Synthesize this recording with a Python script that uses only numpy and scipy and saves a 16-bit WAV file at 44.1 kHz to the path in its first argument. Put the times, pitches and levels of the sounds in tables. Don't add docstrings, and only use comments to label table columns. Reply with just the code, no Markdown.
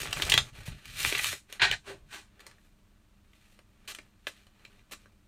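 import sys
import numpy as np
from scipy import signal
from scipy.fft import rfft, irfft
from scipy.io import wavfile
from scipy.ndimage import uniform_filter1d

SR = 44100
rng = np.random.default_rng(int(sys.argv[2]) if len(sys.argv) > 2 else 0)


def unload_audio(sound):
    columns = np.transpose(np.atleast_2d(sound))
    steps = np.round(np.clip(columns, -1, 1) * 32767)
    wavfile.write(sys.argv[1], SR, steps.astype(np.int16))


N = 232746
TIME = np.arange(N) / SR

# (frequency [Hz], undamped width [Hz], relative level [dB])
DECK_MODES = [(1520, 33, 0.5), (1860, 93, -1.5), (2298, 34, -6), (2504, 13, -1.5), (2770, 20, -4),
              (3190, 55, -4), (3740, 25, -6.5), (4060, 40, -5.5), (4250, 73, -9.5)]
# (frequency [Hz], undamped width [Hz], relative level [dB])
PALM_MODES = [(337, 60, -3.5), (554, 44, -2), (1080, 68, 0.5), (1810, 120, -3.5), (2380, 180, -9),
              (2750, 310, -20), (3154, 120, -17), (4120, 290, -5)]
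# (frequency [Hz], relative density [dB])
SNAP_COLOUR = [(120, -52), (200, -21), (350, -12), (600, -14.5), (1650, -7.5), (2300, -3.5), (3200, -6.5),
               (4000, -11.5), (5500, -16.5), (8900, -25), (14000, -33.5), (16000, -30.5)]
# (frequency [Hz], relative density [dB])
SLAP_COLOUR = [(120, -38), (200, -8.5), (560, -5.5), (930, -11), (1500, -4), (2300, -7.5), (3000, -8),
               (5000, -7.5), (9400, -13), (13600, -19.5), (16000, -28)]
# (frequency [Hz], relative density [dB])
SLIDE_COLOUR = [(120, -51), (200, -13.5), (373, -8.5), (647, -11.5), (899, -13.5), (986, -18), (1230, -8.5),
                (1530, -14), (1810, -9.5), (2610, -6.5), (4860, -13), (8740, -17), (10500, -15),
                (13600, -20.5), (16000, -31.5)]


def snaps():
    # (time [s], level [dB], knock re middle [dB], crack re middle [dB],
    # ring [Hz], contact [s])
    snap_events = [(0.017, -34, -14, 20, 3000, 0.0024), (0.0565, -33, 6, -20, 2050, 0.00043),
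                   (0.072, -36, -23, -24, 3210, 0.002), (0.1277, -23.5, -7, 0.5, 2800, 0.0043),
                   (0.1708, -31, 1, -12, 2370, 0.0015), (0.1987, -28, 14, -2, 2100, 0.00085),
                   (0.2208, -20, -21, -4.5, 3250, 0.0047), (0.2515, -33, -9, 14, 2400, 0.0015),
                   (0.2915, -30.5, 2, -22, 1860, 0.001), (0.2968, -21.5, 3, 28, 3340, 0.0056),
                   (0.3190, -14.5, -20, -10, 3150, 0.0068), (0.3385, -14, -12.5, -7.5, 3190, 0.0044),
                   (0.3768, -12, -19, -10, 3470, 0.003), (1.0482, -18, -7.5, -10, 2680, 0.0017),
                   (1.1238, -24, -4, -11, 2510, 0.003), (1.15, -23, -14, -20, 2770, 0.0043),
                   (1.174, -31.5, -17, -22, 1930, 0.0033), (1.1895, -26, -27, -17, 2020, 0.0067),
                   (1.2435, -27, -7, -7, 2880, 0.0023), (1.7125, -20.5, -12.5, -7, 3000, 0.0035),
                   (3.332, -60, -19.5, -15.5, 2370, 0.005), (4.65, -44.5, -12, -7.5, 2506, 0.0032),
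                   (4.792, -59.5, -13.5, -12, 2250, 0.0044)]
    # (frequency [Hz], undamped width [Hz], relative level [dB])
    card_modes = [(1950, 85, 0), (2500, 150, 0), (2650, 120, -7.5), (3250, 140, -0.5), (3585, 55, 3),
                  (3800, 150, -6.5), (4556, 120, -10.5)]
    return flicks(snap_events, SNAP_COLOUR, card_modes, rise_s=0.00033, fade_s=0.001, tilt_db=-3.5,
                  modes_db=-10, damping_hz=60, width_hz=450, bend_db=2)


def parting():
    # (time [s], middle [dB], body [dB], hiss [dB])
    parting_curve = [(0.0, -44, -54, -44.5), (0.09, -48.5, -51.5, -59.5), (0.198, -42, -50, -46.5),
                     (0.278, -41, -45.5, -48.5), (0.406, -53, -58, -62.5), (0.5, -61, -62.5, -67)]
    gains = along(parting_curve)
    rubbing = slide(gains, SLIDE_COLOUR, grain_db=3.5, judder_db=4, modes_db=-12.5)
    ticking = riffle(gains[0], SLAP_COLOUR, per_s=220, spread_db=1, tick_s=0.0007, level_db=-6)
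    return rubbing + ticking


def weaving():
    # (time [s], length [s], level [dB], body re level [dB], hiss re level [dB])
    shoves = [(1.0, 0.087, -36.5, -21, -1), (1.09, 0.092, -37.5, -25, -6.5), (1.215, 0.095, -38, -26, -0.5)]
    gains = strokes(shoves, attack_s=0.023, release_s=0.024)
    rubbing = slide(gains, SLIDE_COLOUR, grain_db=4, judder_db=2.5, modes_db=-13)
    ticking = riffle(gains[0], SNAP_COLOUR, per_s=150, spread_db=9, tick_s=0.00064, level_db=-6)
    return rubbing + ticking


def landings():
    # (time [s], level of first bunch [dB], knock re middle [dB], crack re middle [dB],
    # time for all cards to land [s])
    drops = [(1.596, -30.5, -11, -30.5, 0.004), (1.61, -28.5, -13, -18.5, 0.004),
             (1.617, -16.5, -10, -12, 0.04), (1.667, -31, -10.5, -12, 0.036),
             (1.722, -27.5, -12, -11.5, 0.015)]
    # (frequency [Hz], relative density [dB])
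    landing_colour = [(120, -58), (200, -23.5), (316, -18.5), (353, -7), (538, -21.5), (735, -5.5),
                      (1300, -15), (1560, -3.5), (1710, -3.5), (2510, -4), (3760, -8), (4040, -7),
                      (5230, -15.5), (9400, -28), (16000, -46.5)]
    gap_s, contact_s, loss_db_per_s = 0.0107, 0.0074, 170
    bunches = []
    for s, db, knock_db, crack_db, length_s in drops:
        for late_s in uneven_steps(length_s, gap_s, jitter=0.1):
            bunches.append((s + late_s, db - loss_db_per_s * late_s, knock_db, crack_db, contact_s))
    return flurries(bunches, landing_colour, DECK_MODES, rise_s=0.0003, fade_s=0.005, tilt_db=0.8,
                    modes_db=-4, damping_hz=60)


def slaps():
    # (time [s], level [dB], knock re middle [dB], crack re middle [dB],
    # ring [Hz], contact [s])
    slap_events = [(0.677, -43, -2, -24, 1800, 0.0019), (1.329, -30, -3.5, -6, 2400, 0.00078),
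                   (1.5255, -35.5, -14, -3.5, 2800.0, 0.0025), (2.394, -52, -7, -12.5, 1795, 0.0037),
                   (2.4655, -43, -4, 1, 2220, 0.0074), (2.5125, -51.5, -14, -9, 1940.0, 0.0032),
                   (2.583, -61, -6, -22, 1800.0, 0.0035), (3.59, -51.5, 1, -6.5, 2580.0, 0.0041),
                   (3.9485, -37, -19, -4.5, 2670.0, 0.0038), (3.986, -41, -10, -15, 2050, 0.0049),
                   (4.269, -27.5, -10, -21, 2615, 0.0041), (4.467, -57.5, -3.5, -6, 2920.0, 0.0045),
                   (4.9345, -40, -7.5, -5, 2375, 0.0018), (5.058, -52, -4.5, -19, 1370.0, 0.0038)]
    return flicks(slap_events, SLAP_COLOUR, PALM_MODES, rise_s=0.00028, fade_s=0.0027, tilt_db=-13,
                  modes_db=-3.5, damping_hz=80, width_hz=560, bend_db=6.5)


def brushes():
    # (time [s], level [dB], knock re middle [dB], hiss re middle [dB], contact [s])
    brush_events = [(0.8545, -42, -31, -5, 0.0035), (2.403, -49.5, -20, -8, 0.0067),
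                    (3.876, -39.5, -17, -5, 0.046), (4.272, -45.5, -20.5, 4.5, 0.018),
                    (4.911, -48.5, 3.5, 3.5, 0.008), (4.9185, -40.5, -8, -2.5, 0.016)]
    return flurries(brush_events, SLIDE_COLOUR, PALM_MODES, rise_s=0.00061, fade_s=0.0032, tilt_db=-4.5,
                    modes_db=-11, damping_hz=80)


def handling():
    # (time [s], length [s], level [dB], body re level [dB], hiss re level [dB])
    nudges = [(0.545, 0.087, -56, -5.5, -7.5), (0.666, 0.012, -52, -10, 0), (0.7, 0.024, -55, -9, -18),
              (0.75, 0.1, -61.5, -7, -8), (0.87, 0.11, -53.5, -19, -5.5), (1.5, 0.066, -58.5, -5.5, -7)]
    # (time [s], length [s], level [dB], body re level [dB], hiss re level [dB])
    squaring_strokes = [(1.88, 0.019, -48.5, -4, -8), (2.13, 0.032, -46.5, -10, -6)]
    # (frequency [Hz], relative density [dB])
    squaring_colour = [(120, -26), (200, -8.5), (316, -6), (394, -3), (558, -17), (696, -5), (950, -8),
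                       (1040, -3.5), (1370, -10.5), (1530, -7), (2020, -9), (2650, -7), (4950, -14.5),
                       (9400, -18), (16000, -31)]
    # (time [s], length [s], level [dB], body re level [dB], hiss re level [dB])
    rustles = [(2.42, 0.096, -68, 1, -12), (2.61, 0.05, -81, -1.5, 3.5), (3.38, 0.063, -71, -12.5, -5),
               (3.5, 0.045, -75, -7, 0), (3.83, 0.23, -74, 1.5, -8), (4.32, 0.076, -66.5, -11, -7.5),
               (4.6, 0.19, -72.5, -0.5, -8), (4.97, 0.06, -72.5, -5.5, -5)]

    nudge_gains = strokes(nudges, attack_s=0.011, release_s=0.02)
    nudging = slide(nudge_gains, SLIDE_COLOUR, grain_db=2, judder_db=2.5, modes_db=-5)
    square_gains = strokes(squaring_strokes, attack_s=0.016, release_s=0.031)
    squaring = slide(square_gains, squaring_colour, grain_db=3.5, judder_db=1.4, modes_db=-5.5)

    hold_from_s, hold_db = 1.4, (-85, -80.5, -90)
    held = from_db(hold_db)[:, None] * (TIME > hold_from_s)
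    shift_gains = np.hypot(held, strokes(rustles, attack_s=0.077, release_s=0.049))
    shifting = slide(shift_gains, SLIDE_COLOUR, grain_db=2.5, judder_db=2.5, modes_db=-8)
    return nudging + squaring + shifting


def flicks(table, spectrum, modes, rise_s, fade_s, tilt_db, modes_db, damping_hz, width_hz, bend_db):
    out = np.zeros(N)
    for s, db, knock_db, crack_db, hz, contact_s in table:
        force = contact(contact_s, rise_s, fade_s, tilt_db)
        body, middle, top = pack(force, spectrum, modes, modes_db, damping_hz)
        bend = rms_one(resonate(middle, [(hz, width_hz, 0)]))
        ring = rms_one(middle + from_db(bend_db) * bend)
        flick = ring + from_db(knock_db) * body + from_db(crack_db) * top
        add(out, s, at_level(flick, db))
    return out


def flurries(table, spectrum, modes, rise_s, fade_s, tilt_db, modes_db, damping_hz):
    out = np.zeros(N)
    for s, db, knock_db, crack_db, contact_s in table:
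        force = contact(contact_s, rise_s, fade_s, tilt_db)
        body, middle, top = pack(force, spectrum, modes, modes_db, damping_hz)
        rasp = middle + from_db(knock_db) * body + from_db(crack_db) * top
        add(out, s, at_level(rasp, db))
    return out


def contact(contact_s, rise_s, fade_s, tilt_db, count=4096):
    t = np.arange(count) / SR
    pressure = from_db(tilt_db * np.minimum(t / contact_s, 1))
    rise = 1 - np.exp(-t / rise_s)
    fade = np.exp(-np.maximum(t - contact_s, 0) / fade_s)
    return rng.choice([-1., 1.], count) * pressure * rise * fade


def slide(gains, spectrum, grain_db, judder_db, modes_db):
    friction, weight, hiss = gains
    slips = grains(N, grain_db) * from_db(judder_db * drift(260))
    body, middle, top = pack(slips, spectrum, DECK_MODES, modes_db, damping_hz=120)
    return friction * middle + weight * body + hiss * top


def grains(count, grain_db):
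    size_db = grain_db * np.minimum(rng.exponential(1, count), 5)
    return rms_one(rng.standard_normal(count) * from_db(size_db))


def riffle(friction, spectrum, per_s, spread_db, tick_s, level_db):
    passing = (rng.random(N) < per_s / SR) * from_db(spread_db * rng.uniform(-1, 1, N))
    decay = np.exp(-1 / (tick_s * SR))
    envelope = signal.lfilter([1], [1, -decay], passing + 1e-18)
    force = envelope * rng.standard_normal(N)
    return from_db(level_db) * friction * rms_one(colour(force, spectrum))


def pack(force, spectrum, modes, modes_db, damping_hz):
    broad = rms_one(colour(force, spectrum))
    ringing = rms_one(resonate(broad, modes, damping_hz))
    return registers(broad + from_db(modes_db) * ringing)


def registers(x):
    body = rms_one(band(x, 200, 1100))
    middle = rms_one(band(x, 1200, 4800))
    top = rms_one(band(x, 5200, 17000))
    return body, -middle, top


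def drag(judder_db, attack_s, release_s):
    # (time [s], length [s], level [dB])
    drags = [(1.88, 0.077, -52), (2.023, 0.006, -59)]
    # (frequency [Hz], width [Hz], relative level [dB])
    drag_modes = [(366, 31, -2.5), (397, 22, 3), (560, 175, -4.5)]
    level = sum(from_db(db) * swell(s, length_s, attack_s, release_s) for s, length_s, db in drags)
    slips = band(rng.standard_normal(N), 250, 1010) * from_db(judder_db * drift(90))
    return level * rms_one(resonate(slips, drag_modes))


def desk(attack_s, release_s, count=16384):
    # (time [s], length [s], level [dB])
    pushes = [(0.0, 0.092, -51.5), (0.168, 0.27, -42.5), (0.524, 0.11, -53.5), (0.688, 0.057, -44.5),
              (0.872, 0.46, -52.5), (1.054, 0.019, -45.5), (1.616, 0.15, -50.5), (1.88, 0.22, -59.5)]
    # (frequency [Hz], relative density [dB])
    rumble_colour = [(12, -30), (20, -2.5), (43, 0.5), (86, -1.5), (119, 1), (159, -4), (184, -21),
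                     (231, -14), (260, -17), (340, -32.5), (570, -120)]
    # (time [s], rms of loudest 4 ms [dB])
    bumps = [(0.089, -41), (0.346, -36), (0.585, -44.5), (0.682, -36), (1.625, -38.5), (1.701, -40)]
    # (frequency [Hz], width [Hz], relative level [dB])
    desk_modes = [(37, 16, -3), (60.4, 16, -10), (109, 16, 2), (148, 14, -10.5)]
    level = sum(from_db(db) * swell(s, length_s, attack_s, release_s) for s, length_s, db in pushes)
    out = level * rms_one(colour(rng.standard_normal(N), rumble_colour))
    boom = resonate(band(signal.unit_impulse(count), 25, 170), desk_modes)
    for s, db in bumps:
        add(out, s, at_level(boom, db))
    return out


def room(x, early_db, early_s, tail_db, count=22050):
    # (frequency [Hz], t60 [s])
    room_t60 = [(200, 0.1), (800, 0.14), (2800, 0.089), (7000, .2), (14000, 0.07)]
    # (frequency [Hz], relative level [dB])
    room_colour = [(200, -2.5), (2300, 0), (2900, -2.5), (3300, -3), (3800, 2), (4500, 1), (16000, 0.5)]
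    t = np.arange(count) / SR
    early = grains(count, 0.99) * np.exp(-t / early_s) * (t > 0.0015)
    tail = np.zeros(count)
    edges_hz = np.geomspace(100, 20000, 9)
    for low_hz, high_hz in zip(edges_hz, edges_hz[1:]):
        t60_s = at_hz(room_t60, np.sqrt(low_hz * high_hz))
        tail += band(rng.standard_normal(count), low_hz, high_hz) * from_db(-60 * t / t60_s)
    tail = colour(tail * (t > 0.005), room_colour)
    response = from_db(early_db) * rms_one(early) + from_db(tail_db) * rms_one(tail)
    return x + signal.fftconvolve(x, response / np.sqrt(count))[:N]


def room_tone():
    # (frequency [Hz], relative density [dB])
    air_colour = [(12, -30.5), (20, 0.5), (107, -8), (168, -15), (204, -9.5), (248, -22.5), (301, -20),
                  (328, -18.5), (459, -30), (660, -26), (738, -32), (949, -26), (1810, -31), (3630, -31.5),
                  (16000, -44)]
    # (frequency [Hz], rms level [dB])
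    hum_partials = [(102.3, -81.5), (199.2, -76), (226.1, -79), (301.5, -84)]
    air_db = -64.5
    settled = colour(rng.standard_normal(N + SR), air_colour)[SR:]
    out = from_db(air_db) * rms_one(settled)
    for hz, db in hum_partials:
        phase = 2 * np.pi * hz * TIME + 0.5 * drift(4)
        out += from_db(db) * np.sqrt(2) * np.sin(phase)
    return out


def swell(s, length_s, attack_s, release_s):
    before = np.maximum(s - TIME, 0) / attack_s
    after = np.maximum(TIME - s - length_s, 0) / release_s
    return np.exp(-np.minimum(before + after, 20))


def strokes(table, attack_s, release_s):
    power = 0
    for s, length_s, db, body_db, hiss_db in table:
        peak = from_db([[db], [db + body_db], [db + hiss_db]])
        power = power + (peak * swell(s, length_s, attack_s, release_s)) ** 2
    return np.sqrt(power)


def along(curve):
    s, *levels = np.transpose(curve)
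    return [from_db(np.interp(TIME, s, db, left=-140, right=-140)) for db in levels]


def uneven_steps(length_s, gap_s, jitter, count=16):
    gaps = gap_s * (1 + jitter * rng.uniform(-1, 1, count))
    moments = np.cumsum(gaps) - gaps
    return moments[moments < length_s]


def drift(per_s):
    knots = rng.standard_normal(int(N / SR * per_s) + 2)
    return rms_one(np.interp(TIME * per_s, np.arange(len(knots)), knots))


def resonate(x, modes, damping_hz=0):
    out = 0
    for hz, width_hz, db in modes:
        r = np.exp(-np.pi * (width_hz + damping_hz) / SR)
        poles = [1, -2 * r * np.cos(2 * np.pi * hz / SR), r * r]
        peak_gain = (1 - r * r) / 2
        out = out + from_db(db) * peak_gain * signal.lfilter([1, 0, -1], poles, x + 1e-18)
    return out


def colour(x, spectrum, size=8192):
    gain = from_db(at_hz(spectrum, np.fft.rfftfreq(size, 1 / SR)))
    cepstrum = irfft(np.log(gain))
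    cepstrum[1:size // 2] *= 2
    cepstrum[size // 2 + 1:] = 0
    response = irfft(np.exp(rfft(cepstrum)))
    return signal.fftconvolve(x, response)[:len(x)]


def band(x, low_hz, high_hz):
    sos = signal.butter(2, [low_hz, high_hz], "band", fs=SR, output="sos")
    return signal.sosfilt(sos, x)


def at_hz(points, hz):
    known_hz, values = np.transpose(points)
    return np.interp(np.log(np.maximum(hz, 1)), np.log(known_hz), values)


def from_db(db):
    return 10 ** (np.asarray(db) / 20)


def rms_one(x):
    return x / np.sqrt(np.mean(x ** 2) + 1e-20)


def at_level(sound, db, size=176):
    loudest = np.sqrt(uniform_filter1d(sound ** 2, size).max())
    return sound * from_db(db) / loudest


def add(track, s, sound):
    start = max(int(s * SR), 0)
    track[start:start + len(sound)] += sound[:N - start]


def scene():
    cards = snaps() + parting() + weaving() + landings() + slaps() + brushes() + handling()
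    dragging = drag(judder_db=6, attack_s=0.012, release_s=0.022)
    heard = room(cards + dragging, early_db=-9, early_s=0.014, tail_db=-8)
    return (heard + desk(attack_s=0.014, release_s=0.022) + room_tone())[None]


def record(dry):
    # (frequency [Hz], gain [dB])
    microphone = [(20, 2.5), (4200, -1), (5000, -3), (6200, -0.5), (9500, 2), (10400, -5), (11500, -3.5),
                  (14000, 4.5), (16000, -6)]
    cutoff_hz = 16200
    low_pass = signal.ellip(10, 0.1, 70, cutoff_hz, fs=SR, output="sos")
    return signal.sosfilt(low_pass, colour(dry[0], microphone))[None]


dry = scene()
out = record(dry)
unload_audio(out)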